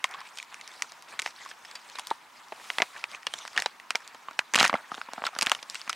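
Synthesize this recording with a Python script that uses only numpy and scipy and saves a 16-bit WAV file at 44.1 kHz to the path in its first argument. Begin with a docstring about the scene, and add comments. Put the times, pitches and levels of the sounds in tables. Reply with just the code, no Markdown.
"""A sharp crack, then dry snaps one by one: two hands peel stiff bark from a thin trunk in a quiet wood.
Each fibre that breaks makes a tick, rings its patch of bark and shakes the whole curled sheet.
About 4.5 s in, the snaps come in a rush as the sheet tears free.
Fingers scrape and rustle on the bark, a sleeve swishes once, and a soft roar lies far behind."""
import sys
import numpy as np
from scipy import signal
from scipy.fft import rfft, irfft
from scipy.io import wavfile
from scipy.ndimage import uniform_filter1d

SR = 44100
rng = np.random.default_rng(int(sys.argv[2]) if len(sys.argv) > 2 else 0)


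def transcribe(signal):
    """Save signal, clipped to [-1, 1], as a 16-bit WAV file at the path in sys.argv[1]."""
    frames = np.atleast_2d(signal).T
    limited = np.clip(frames, -1, 1)
    pcm = np.round(limited * 32767).astype(np.int16)
    wavfile.write(sys.argv[1], SR, pcm)


N = 262395
TIME = np.arange(N) / SR

# The main fibre snaps. Tick and thump are set against the bark's ring; decay is the time to fade 60 dB.
# (time [s], level [dB], pitch of the freed patch [Hz], tick [dB], thump [dB], decay [ms])
FIBRE_SNAPS = [(0.0421, -9.5, 2180, -8.5, -27, 7.3), (0.045, -17, 1050, -33, -48, 22),
               (0.112, -33.5, 4940, -4, -28, 4.3), (0.144, -29.5, 1120, -17, -26, 42),
               (0.213, -33, 1067, -20, -27.5, 38), (0.3727, -35.5, 2500, 2.5, -29.5, 28),
               (0.3856, -29, 2470, 1, -27, 16), (0.4, -27, 2400, -46, -35, 9.4),
               (0.4276, -31.5, 2340, 2.5, -39, 3.1), (0.5433, -28.5, 2430, -5.5, -40, 4.3),
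               (0.6117, -32.5, 2180, -3.5, -38, 11), (0.677, -38, 2370, 7.5, -30, 4.3),
               (0.822, -16, 2000, 0.5, -50, 9.7), (0.9208, -30, 5460, -24, -36, 2.8),
               (1.024, -36, 5900, -0.5, -28, 1.7), (1.192, -15.5, 2170, -10, -42, 8.1),
               (1.1966, -18.5, 2070, -1.5, -41, 8.8), (1.2191, -26, 7500, -2, -28, 9.5),
               (1.2244, -28.5, 2250, -7, -10, 11), (1.2617, -17, 1900, -20, -8, 7.3),
               (1.2744, -30, 2040, -15, -27, 14), (1.4602, -30, 1072, -19, -38, 36),
               (1.513, -33, 1780, -9.5, -18, 18), (1.6492, -36, 1830, -9, -25, 21),
               (1.7125, -33.5, 4840, -5, -37, 4.5), (1.753, -33, 4700, -1, -33, 60),
               (1.9546, -32.5, 3950, -7, -6, 27), (1.9856, -27.5, 1017, -5.5, -10, 50),
               (1.9951, -26.5, 970, 1.5, -38, 5), (2.0709, -34, 6300, 11.5, -30, 4),
               (2.104, -30.5, 3980, -2, -17, 30), (2.1118, -14, 920, -66, -4, 23.5),
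               (2.5213, -29.5, 796, -24, 1, 29), (2.7021, -13.5, 2140, -35, -49, 5.1),
               (2.784, -13, 2040, -8, -7.5, 7.3), (2.801, -21, 2060, -31, 1.5, 23),
               (2.82, -6, 2584, -15, -11.5, 9.2), (2.8234, -14, 1140, -21, -6, 20),
               (2.9624, -34, 1750, -28, -12, 19), (2.9795, -34, 3140, -5, -29, 2.9),
               (3.0403, -15.5, 2420, -18.5, -34, 3.9), (3.1479, -26.5, 2550, -27, -17, 13),
               (3.2308, -34.5, 1830, -8, -33, 11), (3.2677, -19.5, 2860, -5, -7, 24),
               (3.338, -21.5, 3160, -3, -12.5, 14.5), (3.3874, -33.5, 5840, 0, -24, 9.7),
               (3.4516, -29.5, 1590, -6, -3.5, 9.8), (3.563, -26, 2860, -12, -6, 47),
               (3.5765, -7.5, 1870, -15.5, -41, 7.8), (3.5819, -13.5, 1550, -20, -12.5, 9.4),
               (3.592, -22, 1900, -14, -6, 24), (3.6, -26.5, 4250, 1, -14, 20),
               (3.6218, -17, 2020, -4.5, -12, 4.9), (3.6601, -15.5, 3960, -9, -1, 12.2),
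               (3.799, -33, 1940, -10, -20, 7.7), (3.9057, -15.5, 2420, -5, -16.5, 13.3),
               (3.9505, -22.5, 1590, -32, -3, 7.8), (3.9551, -13.5, 2240, -3, -11.5, 8.9),
               (4.077, -41.5, 960, 11, -24, 1.7), (4.146, -36.5, 946, -6.5, 4, 38),
               (4.2847, -25, 1110, -50, -14, 20), (4.3099, -34.5, 1400, -9.5, -3, 17),
               (4.391, -10.5, 2550, -11.5, -6.5, 11), (4.537, -18.5, 1680, 2, -5, 21),
               (4.5456, -8, 1850, -5.5, -21, 2.3), (4.5554, -9, 1150, -5.5, -6.5, 14),
               (4.56, -9, 2700, -3, -13, 8), (4.5776, -16.5, 1130, -13, -4, 15),
               (4.593, -11.5, 3200, -20, -17, 14), (4.598, -12.5, 3960, -3, -19, 22),
               (4.6044, -3, 3000, -16, -27, 2), (4.6097, -12, 1390, -12, -3.5, 23),
               (4.6288, -8, 1220, 0.5, -2.5, 4.1), (4.6425, -10, 1780, -24, -14, 11),
               (4.6463, -15.5, 2410, -7, -19, 40), (4.6515, -8, 1540, -9, -34, 4.5),
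               (4.6622, -12, 1900, -25, -13, 7.7), (4.6785, -18, 3080, 4, -31, 2.7),
               (4.696, -9, 1140, -31, -9, 5.1), (4.729, -17, 1140, -43, -3.5, 13),
               (4.74, -18, 2080, -52, 4.5, 21.5), (4.7529, -19.5, 1340, -45, -2, 20),
               (4.9168, -22.5, 1246, -55, -2.5, 20.5), (4.9435, -24.5, 1335, -11.5, -9, 5.1),
               (4.9496, -27.5, 3920, -22, -28, 2.9), (4.9791, -34.5, 1340, -25, 4, 14),
               (5.0147, -21.5, 1420, -22, -32, 5.5), (5.1343, -28, 1930, -1.5, -1, 6.6),
               (5.086, -38, 970, -32, 4, 28), (5.1791, -30, 1280, -34, 4.5, 22),
               (5.2206, -25, 1460, -43, -4.5, 3.5), (5.2393, -16, 1056, -51, -15, 5.5),
               (5.2658, -16.5, 1343, -5, -29, 37), (5.3632, -27.5, 1560, -27, -1.5, 13),
               (5.3877, -20, 4700, 1, -11, 18), (5.4115, -14.5, 2450, -0.5, -42, 9.4),
               (5.4217, -13, 5100, -10, -9.5, 6.3), (5.4272, -18, 7310, 2.5, -6.5, 12.5),
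               (5.452, -30, 2360, -29, -28, 5.4), (5.4626, -19, 2500, -0.5, -22, 5.6),
               (5.4691, -9, 2650, -16, -11, 4.2), (5.4969, -17, 5430, -6, -33, 1.9),
               (5.517, -6, 2800, -4.5, -18, 3.7), (5.5197, -15.5, 733, -14, -11, 11.4),
               (5.5495, -22, 2900, -6, -26, 7.4), (5.6276, -33.5, 5100, 0.5, -4, 20),
               (5.699, -34, 4650, 12, -31, 2.9), (5.7457, -28, 1900, 0.5, -40.5, 5.9),
               (5.7535, -25, 2690, -4.5, -30, 23), (5.8155, -26.5, 4940, -24, -24, 3.5),
               (5.877, -27.5, 1845, -15.5, -6, 9.9), (5.8952, -17, 1317, -3, -19, 19),
               (5.9001, -24, 5100, -15, -20, 21), (5.9292, -22.5, 1840, -5.5, -30, 5.3)]


def snapping_fibres():
    """Fibres break near the middle; the treble differs a little between left and right."""
    snaps = FIBRE_SNAPS + small_snaps(count=130)
    samples = 2000
    noises = rng.standard_normal((len(snaps), 4, samples))
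    pans = rng.standard_normal(len(snaps))
    mid, side = np.zeros((2, N + samples))
    for snap, noise, pan in zip(snaps, noises, pans):
        sound = fibre_snap(*snap, noise)
        at = round(snap[0] * SR)
        mid[at:at + samples] += sound
        side[at:at + samples] += pan * (0.035 * sound + 0.2 * np.gradient(sound))
    return np.array([mid + side, mid - side])[:, :N]


def fibre_snap(time_s, level_db, hz, tick_db, thump_db, decay_ms, noise):
    """A fibre lets go in a dying burst: it ticks, rings its patch of bark and shakes the sheet."""
    t = np.arange(noise.shape[1]) / SR
    attack = 1 - np.exp(-t / (.000015 * decay_ms))  # long scuffing breaks start softer
    burst = attack * gain_of(-60000 * t / max(decay_ms, 2))
    fray = attack * gain_of(-27.5 - 60 * t / 0.072)  # finer fibres follow the break
    tone = peaked(np.sin(2 * np.pi * hz * t) * burst)  # the patch springs back
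    shaken = peaked(ring(ring(noise[0] * burst, hz, 0.18 * hz), hz, 1.35 * hz))
    bark_around = peaked(ring(ring(noise[1] * (burst + fray), 1170, 1400), 2810, 3470))
    sharpness = gain_of(.3 * tick_db)  # a sharp break wakes the whole bark, a dull one mostly its patch
    bark = peaked(tone + 0.9 * sharpness * shaken) + 1.24 * sharpness * bark_around
    bark = peaked(cut_bass(cut_treble(bark, 1500 + 2.26 * hz), 520, order=4))
    tick_shape = attack * gain_of(-60000 * t / max(0.31 * decay_ms, 2)) + fray
    tick = ring(ring(noise[2] * tick_shape, 4040, 4100), 5650, 5600)
    tick = peaked(cut_treble(tick, 13800))
    thump = sheet_thump(noise[3] * burst, loose=time_s > 4.1)
    return gain_of(level_db) * (bark + gain_of(tick_db) * tick + gain_of(thump_db) * thump)


# The low notes at which the curled sheet rings: (pitch [Hz], width [Hz], level [dB])
SHEET_NOTES = [(442, 350, 5), (722, 413, 16)]


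def sheet_thump(jolt, loose):
    """A snap shakes the sheet; the trunk holds back its lowest flap until the sheet comes loose."""
    flap_db, bass_cut_hz = (5, 90) if loose else (-8.5, 150)
    notes = SHEET_NOTES + [(255, 148, flap_db)]
    thump = sum(gain_of(db) * unit_level(ring(ring(jolt, hz, width), hz, 3 * width))
                for hz, width, db in notes)
    return cut_bass(peaked(thump), bass_cut_hz)


def small_snaps(count):
    """Random rows like FIBRE_SNAPS: smaller fibres break more often and louder where the hands work."""
    power = hand_power().sum(0)
    effort = np.cumsum(power ** 0.35)  # a higher exponent packs more snaps into the hard strokes
    jitter, size, pitch, tick, thump, decay = rng.random((count, 6)).T
    times = np.interp((np.arange(count) + jitter) / count, effort / effort[-1], TIME)
    rub_db = 10 * np.log10(np.interp(times, TIME, power))
    level_db = rub_db + 6 - 4 * np.log(size + 0.028)  # many quiet ones, a few loud
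    hz = 938 * (5500 / 938) ** pitch
    tick_db = np.interp(tick, (0, 1), (-35.5, 3.5))
    thump_db = np.interp(thump, (0, 1), (-24, -7.5))
    decay_ms = np.interp(decay, (0, 1), (1.6, 17))
    return list(zip(times, level_db, hz, tick_db, thump_db, decay_ms))


def tear_power(start_s=4.537, end_s=4.69, rise_s=.06, fall_s=.03, scrape_db=-31, rustle_db=-34):
    """The sheet rips free: scrape and rustle rise, hold and drop away."""
    rip = np.clip(np.minimum((TIME - start_s) / rise_s, (end_s - TIME) / fall_s), 0, 1)
    return power_pair(scrape_db, rustle_db) * rip ** 2


# Each drag of the hands on the bark: (middle time [s], length [s], scrape [dB], rustle [dB])
HAND_STROKES = [(0.15, .16, -48, -57.5), (0.28, .06, -52, -56.5), (0.388, .06, -64.5, -50),
                (0.536, .06, -56, -57), (0.741, .26, -54.5, -53.5), (0.958, .06, -55, -61),
                (1.128, .07, -46, -53.5), (1.272, .05, -49, -44), (1.396, .08, -54.5, -52.5),
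                (1.48, .08, -51, -52), (1.71, .16, -54.5, -55), (1.88, .08, -55, -57),
                (1.967, .12, -52, -56), (2.1, .08, -50.5, -52), (2.375, .08, -57.5, -59.5),
                (2.712, .26, -51, -58), (2.98, .08, -49, -53), (3.133, .07, -47, -51),
                (3.388, .14, -51, -49), (3.6, .12, -46.5, -47), (4.045, .12, -58, -60),
                (4.302, .08, -54, -70), (4.769, .1, -46, -57), (4.959, .14, -50, -54),
                (5.189, .12, -49, -57), (5.262, .03, -37, -43), (5.474, .2, -45, -50),
                (5.764, .12, -50.5, -49.5), (5.92, .1, -50, -54)]


def hand_power():
    """How strong scrape and rustle are over time as the hands rest, stroke and tear."""
    power = power_pair(scrape_db=-60, rustle_db=-64) + tear_power()  # resting hands, plus the tear
    for middle_s, length_s, scrape_db, rustle_db in HAND_STROKES:
        power += power_pair(scrape_db, rustle_db) * swell(middle_s, length_s)
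    return power


def flake_power(decay_s=0.088):
    """Loose flakes scrape and rustle briefly after each main snap, far quieter than the snap."""
    kicks = np.zeros(N)
    for time_s, level_db, *_ in FIBRE_SNAPS:
        kicks[round(time_s * SR)] = gain_of(level_db) ** 2
    shiver = signal.lfilter([1], [1, -gain_of(-120 / (decay_s * SR))], kicks)
    return power_pair(scrape_db=-25, rustle_db=-37) * shiver


# The tone colour of the coarse scrape: (frequency [Hz], level [dB])
SCRAPE_COLOUR = [(300, -13), (700, 2.5), (1200, 4.5), (2500, 1.5), (4500, -29)]
# The tone colour of the fine rustle: (frequency [Hz], level [dB])
RUSTLE_COLOUR = [(1500, -3.5), (3500, 9), (5500, 5.5), (9000, -0.5), (12000, -15.5), (16000, -32)]


def rubbing():
    """Skin and cloth drag on rough bark and flakes settle, with a coarse and a fine grain."""
    scrape_power, rustle_power = hand_power() + flake_power()
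    scrape = uneven_contact(tiny_slips(SCRAPE_COLOUR, per_s=500, spread_db=1.8, swish=3.5, stereo=.11))
    rustle = uneven_contact(tiny_slips(RUSTLE_COLOUR, per_s=600, spread_db=2.5, swish=2.5, stereo=.15))
    return np.sqrt(scrape_power) * scrape + np.sqrt(rustle_power) * rustle


def tiny_slips(colour, per_s, spread_db, swish, stereo):
    """Tiny slips of uneven size, each a short puff of noise, over a smooth swish."""
    sizes = gain_of(spread_db * np.minimum(rng.exponential(1, N), 5))
    slips = sizes * (rng.random(N) < per_s / SR)
    puffs = swish + unit_level(signal.lfilter([1], [1, -.97], slips))
    mid, side = rng.standard_normal((2, N)) * puffs
    return coloured(np.array([mid + stereo * side, mid - stereo * side]), colour)


def uneven_contact(x, depth_db=4):
    """Uneven touch makes the colour drift in blotches about 1 kHz wide and some tens of ms long."""
    spectrum = signal.stft(x, nperseg=256, noverlap=192)[2]
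    blotches = uniform_filter1d(rng.standard_normal(spectrum.shape[1:]), size=7, axis=0)
    blotches = unit_level(uniform_filter1d(blotches, size=16, axis=1))
    uneven = signal.istft(spectrum * gain_of(depth_db * blotches), nperseg=256, noverlap=192)[1]
    return unit_level(uneven[:, :N])


# The tone colour of sliding cloth: (frequency [Hz], level [dB])
CLOTH_COLOUR = [(1000, -10), (3000, 2), (6000, -1.5), (10000, -4.5), (13000, -14), (16000, -16)]


def sleeve(middle_s=2.74, length_s=0.27, level_db=-51):
    """Cloth slides once over cloth: an airy hiss without grain."""
    mid, side = rng.standard_normal((2, N))
    hiss = coloured(np.array([mid + 0.16 * side, mid - 0.11 * side]), CLOTH_COLOUR)
    return gain_of(level_db) * np.sqrt(swell(middle_s, length_s)) * hiss


# The tone colour of the far roar: (frequency [Hz], level [dB])
ROAR_COLOUR = [(30, -8), (100, -25), (250, -13), (550, -16.5), (950, 0), (1400, -6), (3000, -14.5),
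               (6000, -22), (16000, -30)]
# How alike the roar is on the left and right: (frequency [Hz], likeness [0 to 1])
ROAR_LIKENESS = [(60, 0.085), (550, 0.75), (5000, 0.65), (15000, 1)]


def far_roar(level_db=-54.5):
    """Steady noise from far away, partly alike in both ears."""
    mid, side = rfft(rng.standard_normal((2, N)))
    likeness = np.clip(per_frequency(ROAR_LIKENESS), 0, 1)
    side *= np.sqrt((1 - likeness) / (1 + likeness))
    noise = irfft(np.array([mid + side, mid - side]), N)
    return gain_of(level_db) * coloured(noise, ROAR_COLOUR)


def gain_of(db):
    """Turns decibels into a volume factor."""
    return 10 ** (np.asarray(db) / 20)


def power_pair(scrape_db, rustle_db):
    """Turns two levels into powers: scrape in the first row, rustle in the second."""
    return gain_of([[scrape_db], [rustle_db]]) ** 2


def swell(middle_s, length_s):
    """The power of a movement that rises and falls smoothly."""
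    return np.exp(-(2 * (TIME - middle_s) / length_s) ** 2)


def unit_level(x):
    """Scales a sound to an average power of 1."""
    return x / np.sqrt(np.mean(x ** 2) + 1e-20)


def peaked(x):
    """Scales a sound so that its loudest moment swings to about 1."""
    return x / np.sqrt(2 * uniform_filter1d(x ** 2, size=30).max() + 1e-20)


def per_frequency(points):
    """Joins a table's points with straight lines on a log-frequency axis."""
    hz, value = np.transpose(points)
    return np.interp(np.log(np.fft.rfftfreq(N, 1 / SR) + 1), np.log(hz + 1), value)


def coloured(x, colour):
    """Gives a sound a tone colour and an average power of 1."""
    return unit_level(irfft(rfft(x) * gain_of(per_frequency(colour)), N))


def ring(x, hz, width_hz):
    """Rings at one pitch; the wider the band, the sooner it dies away."""
    r = np.exp(-np.pi * width_hz / SR)
    return signal.lfilter([1, 0, -r], [1, -2 * r * np.cos(2 * np.pi * hz / SR), r ** 2], x)


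def cut_treble(x, hz):
    """Turns down everything above hz."""
    return signal.lfilter(*signal.butter(3, min(hz, 20000), fs=SR), x)


def cut_bass(x, hz, order=2):
    """Turns down everything below hz."""
    return signal.lfilter(*signal.butter(order, hz, "high", fs=SR), x)


def scene():
    """Snapping fibres, rubbing hands and a sleeve over the far roar."""
    balance = gain_of([[-.2], [.2]])  # the snaps lean a touch to the right
    return snapping_fibres() * balance + rubbing() + sleeve() + far_roar()


def record(dry):
    """Small microphones lose the deep bass; the loudest snaps are rounded off and the top treble cut."""
    ceiling, bass_hz, top_hz = .8, 105, 15900
    rounded = ceiling * np.tanh(cut_bass(dry, bass_hz) / ceiling)
    top_cut = signal.firwin(255, top_hz, window=("kaiser", 9), fs=SR)
    return signal.oaconvolve(rounded, top_cut[None], "same")


dry = scene()
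out = record(dry)
transcribe(out)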